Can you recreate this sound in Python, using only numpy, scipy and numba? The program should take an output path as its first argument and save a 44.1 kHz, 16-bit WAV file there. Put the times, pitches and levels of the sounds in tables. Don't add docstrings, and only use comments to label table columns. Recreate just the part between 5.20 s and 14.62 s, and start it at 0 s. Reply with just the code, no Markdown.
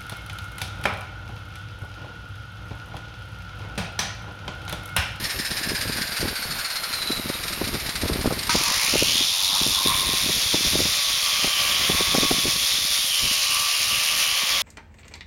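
import sys
import numpy as np
from scipy import signal
from scipy.fft import rfft, irfft, next_fast_len
from scipy.io import wavfile
from scipy.ndimage import uniform_filter1d, map_coordinates
from numba import njit

SR = 44100
rng = np.random.default_rng(int(sys.argv[2]) if len(sys.argv) > 2 else 0)


def to_wav(sig):
    pcm = np.clip(np.atleast_2d(sig), -1, 1) * 32767
    pcm = np.round(pcm).astype(np.int16)
    wavfile.write(sys.argv[1], SR, pcm.T)


N = 415422
TIME = np.arange(N) / SR
SWITCH_ON_S = 3.293
WHINE_ORDER = 37.66


def from_db(db):
    return 10 ** (np.asarray(db) / 20)


def rms_one(x):
    return x / np.sqrt(np.mean(x ** 2) + 1e-20)


def noise():
    return rng.standard_normal(N)


def curve(rows):
    return np.interp(TIME, *np.transpose(rows))


def swells(rows, rest_db):
    power = sum(from_db(db) ** 2 / (1 + (2 * (TIME - s) / length) ** 6) for s, length, db in rows)
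    return 10 * np.log10(from_db(rest_db) ** 2 + power)


def coloured(x, spectrum):
    hz, db = np.transpose(spectrum)
    size = next_fast_len(N)
    bins = np.maximum(np.arange(size // 2 + 1) * SR / size, 1)
    gain = from_db(np.interp(np.log(bins), np.log(hz), db))
    return rms_one(irfft(rfft(x, size) * gain, size)[:N])


def drift(rate):
    knots = rng.standard_normal(4000)
    return rms_one(map_coordinates(knots, [TIME * rate], order=1, mode="wrap"))


@njit
def sweep(x, centre, width):
    out, state, decay = np.zeros(len(x)), 0j, np.exp(-np.pi * width)
    for i in range(len(x)):
        state = state * decay * np.exp(2j * np.pi * centre[i]) + x[i]
        out[i] = state.real
    return out


def resonance(x, hz, width_hz):
    centre, width = hz / SR, width_hz / SR
    return rms_one(sweep(sweep(x, centre, width), centre, width))


def grit(spread_db):
    return rms_one(noise() * from_db(spread_db * drift(1500)))


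def each_turn(turns, share):
    count, size = 64, 1024
    bumps = rms_one(irfft(np.r_[0, np.exp(2j * np.pi * rng.random(count))], size))
    repeated = np.interp(turns % 1, np.arange(size) / size, bumps, period=1)
    return np.sqrt(share) * repeated + 2 * np.sqrt(1 - share) * noise()


def bite(turns, depth_db, sharpness):
    return rms_one(from_db(depth_db * np.abs(np.cos(np.pi * turns)) ** (2 * sharpness)))


def eddies(wind_db, count=400):
    most_per_s, full_gust_db = 7, -37.5
    when, luck, size = rng.random((count, 3)).T
    gust_db = np.minimum(wind_db[(when * N).astype(int)], full_gust_db)
    breaks = luck < most_per_s * N / SR / count * from_db(gust_db - full_gust_db)
    pop_db = gust_db + 17.5 + 2.5 * (2 * size - 1)
    return list(zip(when[breaks] * N / SR, pop_db[breaks]))


# time in seconds, relative level in dB.
HARD_POPS = [(0.519, -17), (0.699, -17), (1.03, -15), (1.056, -17.5), (1.906, -14), (2.101, -14),
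             (2.417, -10.5), (2.836, -14.5), (2.9, -11), (2.959, -14), (3.059, -10.5), (3.125, -12),
             (3.355, -9.5), (3.74, -14), (3.757, -8.5), (3.826, -11), (4.01, -18), (4.466, -15),
             (4.662, -12.5), (4.938, -16.5), (5.097, -18), (5.346, -8), (5.556, -10.5), (5.605, -13),
             (6.246, -13.5), (6.7, -10.5), (6.81, -12), (6.95, -8), (6.984, -11.5), (7.034, -12.5),
             (7.114, -8.5), (7.257, -15)]

def pops(wind_db, wake):
    tearing = coloured(noise(), [(150, -15), (600, 10), (950, -3), (2500, -45)])
    out = np.zeros(N)
    for s, db in list(HARD_POPS) + eddies(wind_db):
        near = np.flatnonzero(np.abs(TIME - s) < .06)
        age = TIME[near] - s
        hz = np.interp(db, [-20, -9], [220, 350])
        swing = np.pi * hz * age
        spike = (1 - 2 * swing ** 2) * np.exp(-swing ** 2)
        flutter = 0.22 * wake[near] * np.exp(-np.abs(age) / 0.0078)
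        crackle = 0.64 * from_db(db) * tearing[near] * np.exp(-np.abs(age) / 0.0043)
        out[near] += from_db(db - 1.14) * (spike + flutter + crackle)
    return out


# middle in seconds, length in seconds, relative level in dB.
GUST_SWELLS = [(.4, 1, -41.5), (1.06, 0.11, -37.5), (1.33, 0.13, -41), (2.3, 0.83, -38.5),
               (3.0, 0.26, -30.5), (3.39, 0.21, -37), (3.85, 0.29, -37.5), (4.45, 0.1, -36),
               (4.92, 0.57, -39), (5.54, 0.22, -34.5), (6.26, 0.083, -38.5), (6.98, 0.66, -37),
               (8.05, 0.1, -42.5), (8.7, 0.11, -44.5)]
# frequency in Hz, gain in dB.
BUFFET_EQ = [(12, -42), (20, 1), (70, 5), (247, -4), (300, -7.5), (380, -7.5), (700, -15.5), (910, -48),
             (1540, -120)]

def wind():
    wind_db = swells(GUST_SWELLS, rest_db=-52)
    lumps = from_db(6 * np.minimum(drift(65), 1.4))
    rumble = coloured(noise(), BUFFET_EQ + [(1200, -34), (3000, -70)])
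    buffet = from_db(wind_db + 2) * rms_one(rumble * lumps)
    wake = coloured(noise(), [(40, -21), (150, 5.5), (400, -2), (800, -8.5), (1500, -13), (3000, -70)])
    bursts = from_db(23 * np.minimum(drift(130), 2))
    small_eddies = from_db(wind_db - 4.5) * rms_one(wake * bursts)
    return buffet + small_eddies + pops(wind_db, wake)


# delay in seconds, level in dB.
POOL_ECHOES = [(.0043, -25), (0.019, -15), (0.029, -21)]

def pool(x):
    return x + sum(from_db(db) * np.interp(TIME - s, TIME, x, left=0) for s, db in POOL_ECHOES)


# start in seconds, number of bounces, gap in seconds, relative level in dB.
BOUNCES = [(.041, 2, 0.058, -19), (.191, 8, 0.06, -19.5), (.678, 4, 0.046, -22), (.87, 2, 0.047, -25),
           (.969, 2, 0.04, -21.5), (1.08, 2, 0.078, -22), (1.225, 2, .084, -23.5), (1.39, 4, 0.056, -21),
           (1.637, 4, 0.092, -21.6), (1.783, 3, .091, -27), (2.088, 2, 0.049, -23.5),
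           (2.234, 3, 0.046, -22.5), (2.442, 2, .035, -20), (2.54, 3, 0.061, -21.5), (2.694, 4, .0615, -18),
           (2.931, 2, 0.079, -21), (3.064, 2, 0.064, -19.5), (3.191, 3, 0.039, -19)]

def bouncing():
    hits = [(s + k * gap + 0.0009 * rng.normal(), db + rng.normal())
            for s, count, gap, db in BOUNCES for k in range(round(count))]
    contact = np.zeros(N)
    for s, db in hits:
        length = np.interp(s, [0, 1.7, 3.3], [.011, .009, .004])
        start = max(int((s - 0.51 * length) * SR), 0)
        age = TIME[:SR // 8] / length
        contact[start:start + len(age)] += from_db(db) * age * np.exp(1 - age)
    return contact


# frequency in Hz, width in Hz, relative level in dB.
GUARD_MODES = [(4020, 260, -48), (6990, 360, -48.5), (8350, 340, -42.5)]

def guard_pings(contact, third_hz, fade_db):
    flare_db = 16 / (1 + ((third_hz - 3994) / 190) ** 2)
    third = resonance(noise(), third_hz * (1 + 0.0066 * drift(18)), width_hz=200)
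    pings = from_db(-40 - 1.8 * fade_db + flare_db) * third
    for hz, width_hz, db in GUARD_MODES:
        pings += from_db(db + 3 * drift(18)) * resonance(noise(), hz * (1 + .02 * drift(16)), width_hz)
    return pings * (0.42 + 1.72 * np.tanh(contact / from_db(-20)))


# frequency in Hz, gain in dB.
RUB_EQ = [(200, -18), (600, -1), (1200, -1), (2200, 3), (3200, -1.5), (4000, 2), (5100, 0.5), (6100, -8),
          (7300, -8), (10500, -3.5), (11300, -4), (11900, 0), (13400, -14.5), (16000, -18)]
SLAP_EQ = [(300, -36), (800, -15), (1500, 5), (2300, 6.5), (3100, 1), (4000, 7.5), (5200, 7.5), (6100, -2),
           (7100, -3), (8800, 4.5), (10000, -2.5), (14000, -16)]

def coasting():
    speed = 48.6 * np.exp(-TIME / 6)
    contact = bouncing()
    rub = from_db(-32 + .6 * drift(25)) * coloured(grit(spread_db=1.35), RUB_EQ)
    slaps = from_db(-6.5) * contact * coloured(grit(spread_db=2), SLAP_EQ)
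    whine_hz = WHINE_ORDER * speed
    fade_db = 1.07 * np.maximum(38.1 - speed, 0)
    whine = from_db(-36.5 - fade_db) * resonance(noise(), whine_hz, width_hz=330)
    whine *= 0.6 + contact / from_db(-17.5)
    pings = guard_pings(contact, 3 * whine_hz, fade_db)
    return (TIME < SWITCH_ON_S) * (rub + slaps + whine + pings)


# frequency in Hz, level in dB, seconds to fall by 60 dB.
HOUSING_MODES = [(955, -20, 0.1), (1270, -20, .13), (1530, -22, 0.13), (2150, -26, 0.22)]

def jolt():
    age = np.maximum(TIME - SWITCH_ON_S, 0)
    clank = sum(from_db(db - 60 * np.minimum(age / t60, 5)) * np.sin(2 * np.pi * (hz * age + rng.random()))
                for hz, db, t60 in HOUSING_MODES)
    crack = from_db(-19) * coloured(noise(), SLAP_EQ) * np.exp(-np.minimum(age / 0.039, 50))
    return (clank + crack) * np.minimum(age / 0.0011, 1)


# time in seconds, relative growl level in dB.
GROWL_LEVELS = [(3.3, -39.5), (3.65, -37.5), (4.15, -42.5), (4.58, -44), (4.7, -38), (6.1, -38),
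                (6.65, -34), (7.35, -39), (8.3, -40), (9.42, -35)]
# frequency in Hz, gain in dB.
GROWL_EQ = [(200, -22), (420, -23), (520, -1.5), (900, -5), (1200, 0.5), (1600, -2), (2000, 4.5),
            (2400, 7.5), (2900, -1.5), (4000, -10)]

def wall_growl(turns, hand):
    level = from_db(curve(GROWL_LEVELS) + 7.5 + hand)
    return level * coloured(each_turn(turns, share=0.29), GROWL_EQ)


# middle in seconds, length in seconds, pitch in Hz, relative level in dB.
DISC_RINGS = [(3.5, 0.39, 1075, -35), (4.295, 0.31, 1000, -35), (4.67, .2, 1056, -30.5),
              (4.894, 0.2, 1060, -31.5), (6.15, 0.61, 1160, -37), (6.84, 0.42, 1120, -33),
              (8.42, 0.29, 1143, -35), (8.8, .3, 1190, -37.5), (9.27, 0.45, 1140, -36)]

def disc_ring(turns):
    ring_hz = curve([(s, hz) for s, length, hz, db in DISC_RINGS])
    ring_db = swells([(s, length, db) for s, length, hz, db in DISC_RINGS], rest_db=-44)
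    steady = curve([(4.3, .12), (4.9, .82)])
    ring = resonance(each_turn(turns, share=steady), ring_hz, width_hz=145)
    skimming = curve([(4.5, 1), (4.7, .1)])
    drone = resonance(noise(), 0.96 * ring_hz, width_hz=490)
    blend = np.sqrt(1 - skimming) * ring + np.sqrt(skimming) * drone
    return from_db(ring_db - 1.4 + 2 * drift(14)) * blend


def motor_whine(speed, turns, skip):
    free_speed, full_level_speed = 97, 82
    surge = curve([(3.8, 1), (4.03, 1.07), (4.3, 1)])
    whine_hz = WHINE_ORDER * speed * surge * (1 + 0.014 * drift(70))
    whine = resonance(each_turn(turns, share=0.42), whine_hz, width_hz=570)
    air = resonance(each_turn(turns, share=0.46), 0.906 * whine_hz, width_hz=800)
    load = np.clip(1 - speed / free_speed, 0, .2)
    whine += from_db(-11 + 41 * load) * air
    run_up = np.clip(speed / full_level_speed, 0, 1)
    acceleration = uniform_filter1d(np.gradient(speed) * SR, size=SR // 5)
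    pull_db = 0.5 * np.tanh(acceleration / 21) * run_up
    whine *= from_db(-26 + 1.56 * drift(35) + pull_db) * run_up ** 3.5
    return whine * bite(turns, depth_db=4.1 * skip, sharpness=2.3)


# time in seconds, relative levels of rasp and of hiss in dB.
SCRAPE_LEVELS = [(3.3, -25.5, -36), (3.42, -25.5, -31), (4.55, -27.5, -31), (4.74, -31, -30),
                 (5.2, -25.5, -28.5), (6.6, -27, -30), (7.9, -26, -27), (9.05, -27, -29),
                 (9.42, -27, -34.5)]
# frequency in Hz, gain in dB.
RASP_EQ = [(300, -36), (600, -36), (1600, -20), (2100, -23), (2500, -2), (3000, -1), (4300, 3.5),
           (5500, 3.5), (7000, -2), (9000, -14.5), (12000, -35)]
HISS_EQ = [(4000, -36), (7000, -8.5), (9000, 1), (10300, 2), (12000, -3), (13600, -10.5), (16000, -14)]

def grit_scrape(turns, hand, skip):
    rasp_db = curve([(s, db) for s, db, _ in SCRAPE_LEVELS])
    hiss_db = curve([(s, db) for s, _, db in SCRAPE_LEVELS])
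    rasp = coloured(each_turn(turns, share=0.07) * from_db(drift(1500)), RASP_EQ)
    rasp *= from_db(rasp_db + 2.5 + 0.76 * hand)
    rasp *= bite(turns, depth_db=3.1 * skip, sharpness=5.1)
    hiss = coloured(grit(spread_db=1.5), HISS_EQ)
    hiss *= from_db(hiss_db - 0.15 + 0.23 * hand + drift(30))
    hiss *= bite(turns, depth_db=6.6 * skip, sharpness=5.1)
    return rasp + hiss


# time in seconds, turns per second.
DISC_SPEED = [(3.3, 30), (3.78, 74), (4.0, 86.5), (4.3, 96.3), (4.96, 96.6), (5.3, 92.8), (5.58, 96.8),
              (5.74, 97.2), (6.2, 85.3), (6.44, 81.8), (6.84, 93.8), (7.3, 92.2), (7.74, 96.8),
              (7.92, 84.5), (8.2, 77.9), (8.74, 77.5), (9.08, 79.6), (9.42, 91.5)]

def grinding():
    speed = curve(DISC_SPEED)
    turns = np.cumsum(speed) / SR
    hand = drift(30)
    skip = curve([(3.3, 1.05), (4.0, 1.24), (4.8, 1.24), (5.3, 0.39), (7.1, 0.47), (9.4, 0.69)])
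    skip *= 1 + 0.31 * drift(90)
    disc = grit_scrape(turns, hand, skip) + wall_growl(turns, hand) + disc_ring(turns)
    powered = np.clip((TIME - SWITCH_ON_S) / 0.0018, 0, 1)
    return powered * (disc + motor_whine(speed, turns, skip))


def scene():
    grinder = grinding() + coasting() + jolt()
    return (from_db(-0.4) * pool(grinder) + wind())[None]


def record(dry):
    notch_hz, cutoff_hz = 7915, 15800
    notched = signal.lfilter(*signal.iirnotch(notch_hz, Q=5.5, fs=SR), dry)
    return signal.sosfilt(signal.ellip(12, .1, 80, cutoff_hz, fs=SR, output="sos"), notched)


dry = scene()
out = record(dry)
to_wav(out)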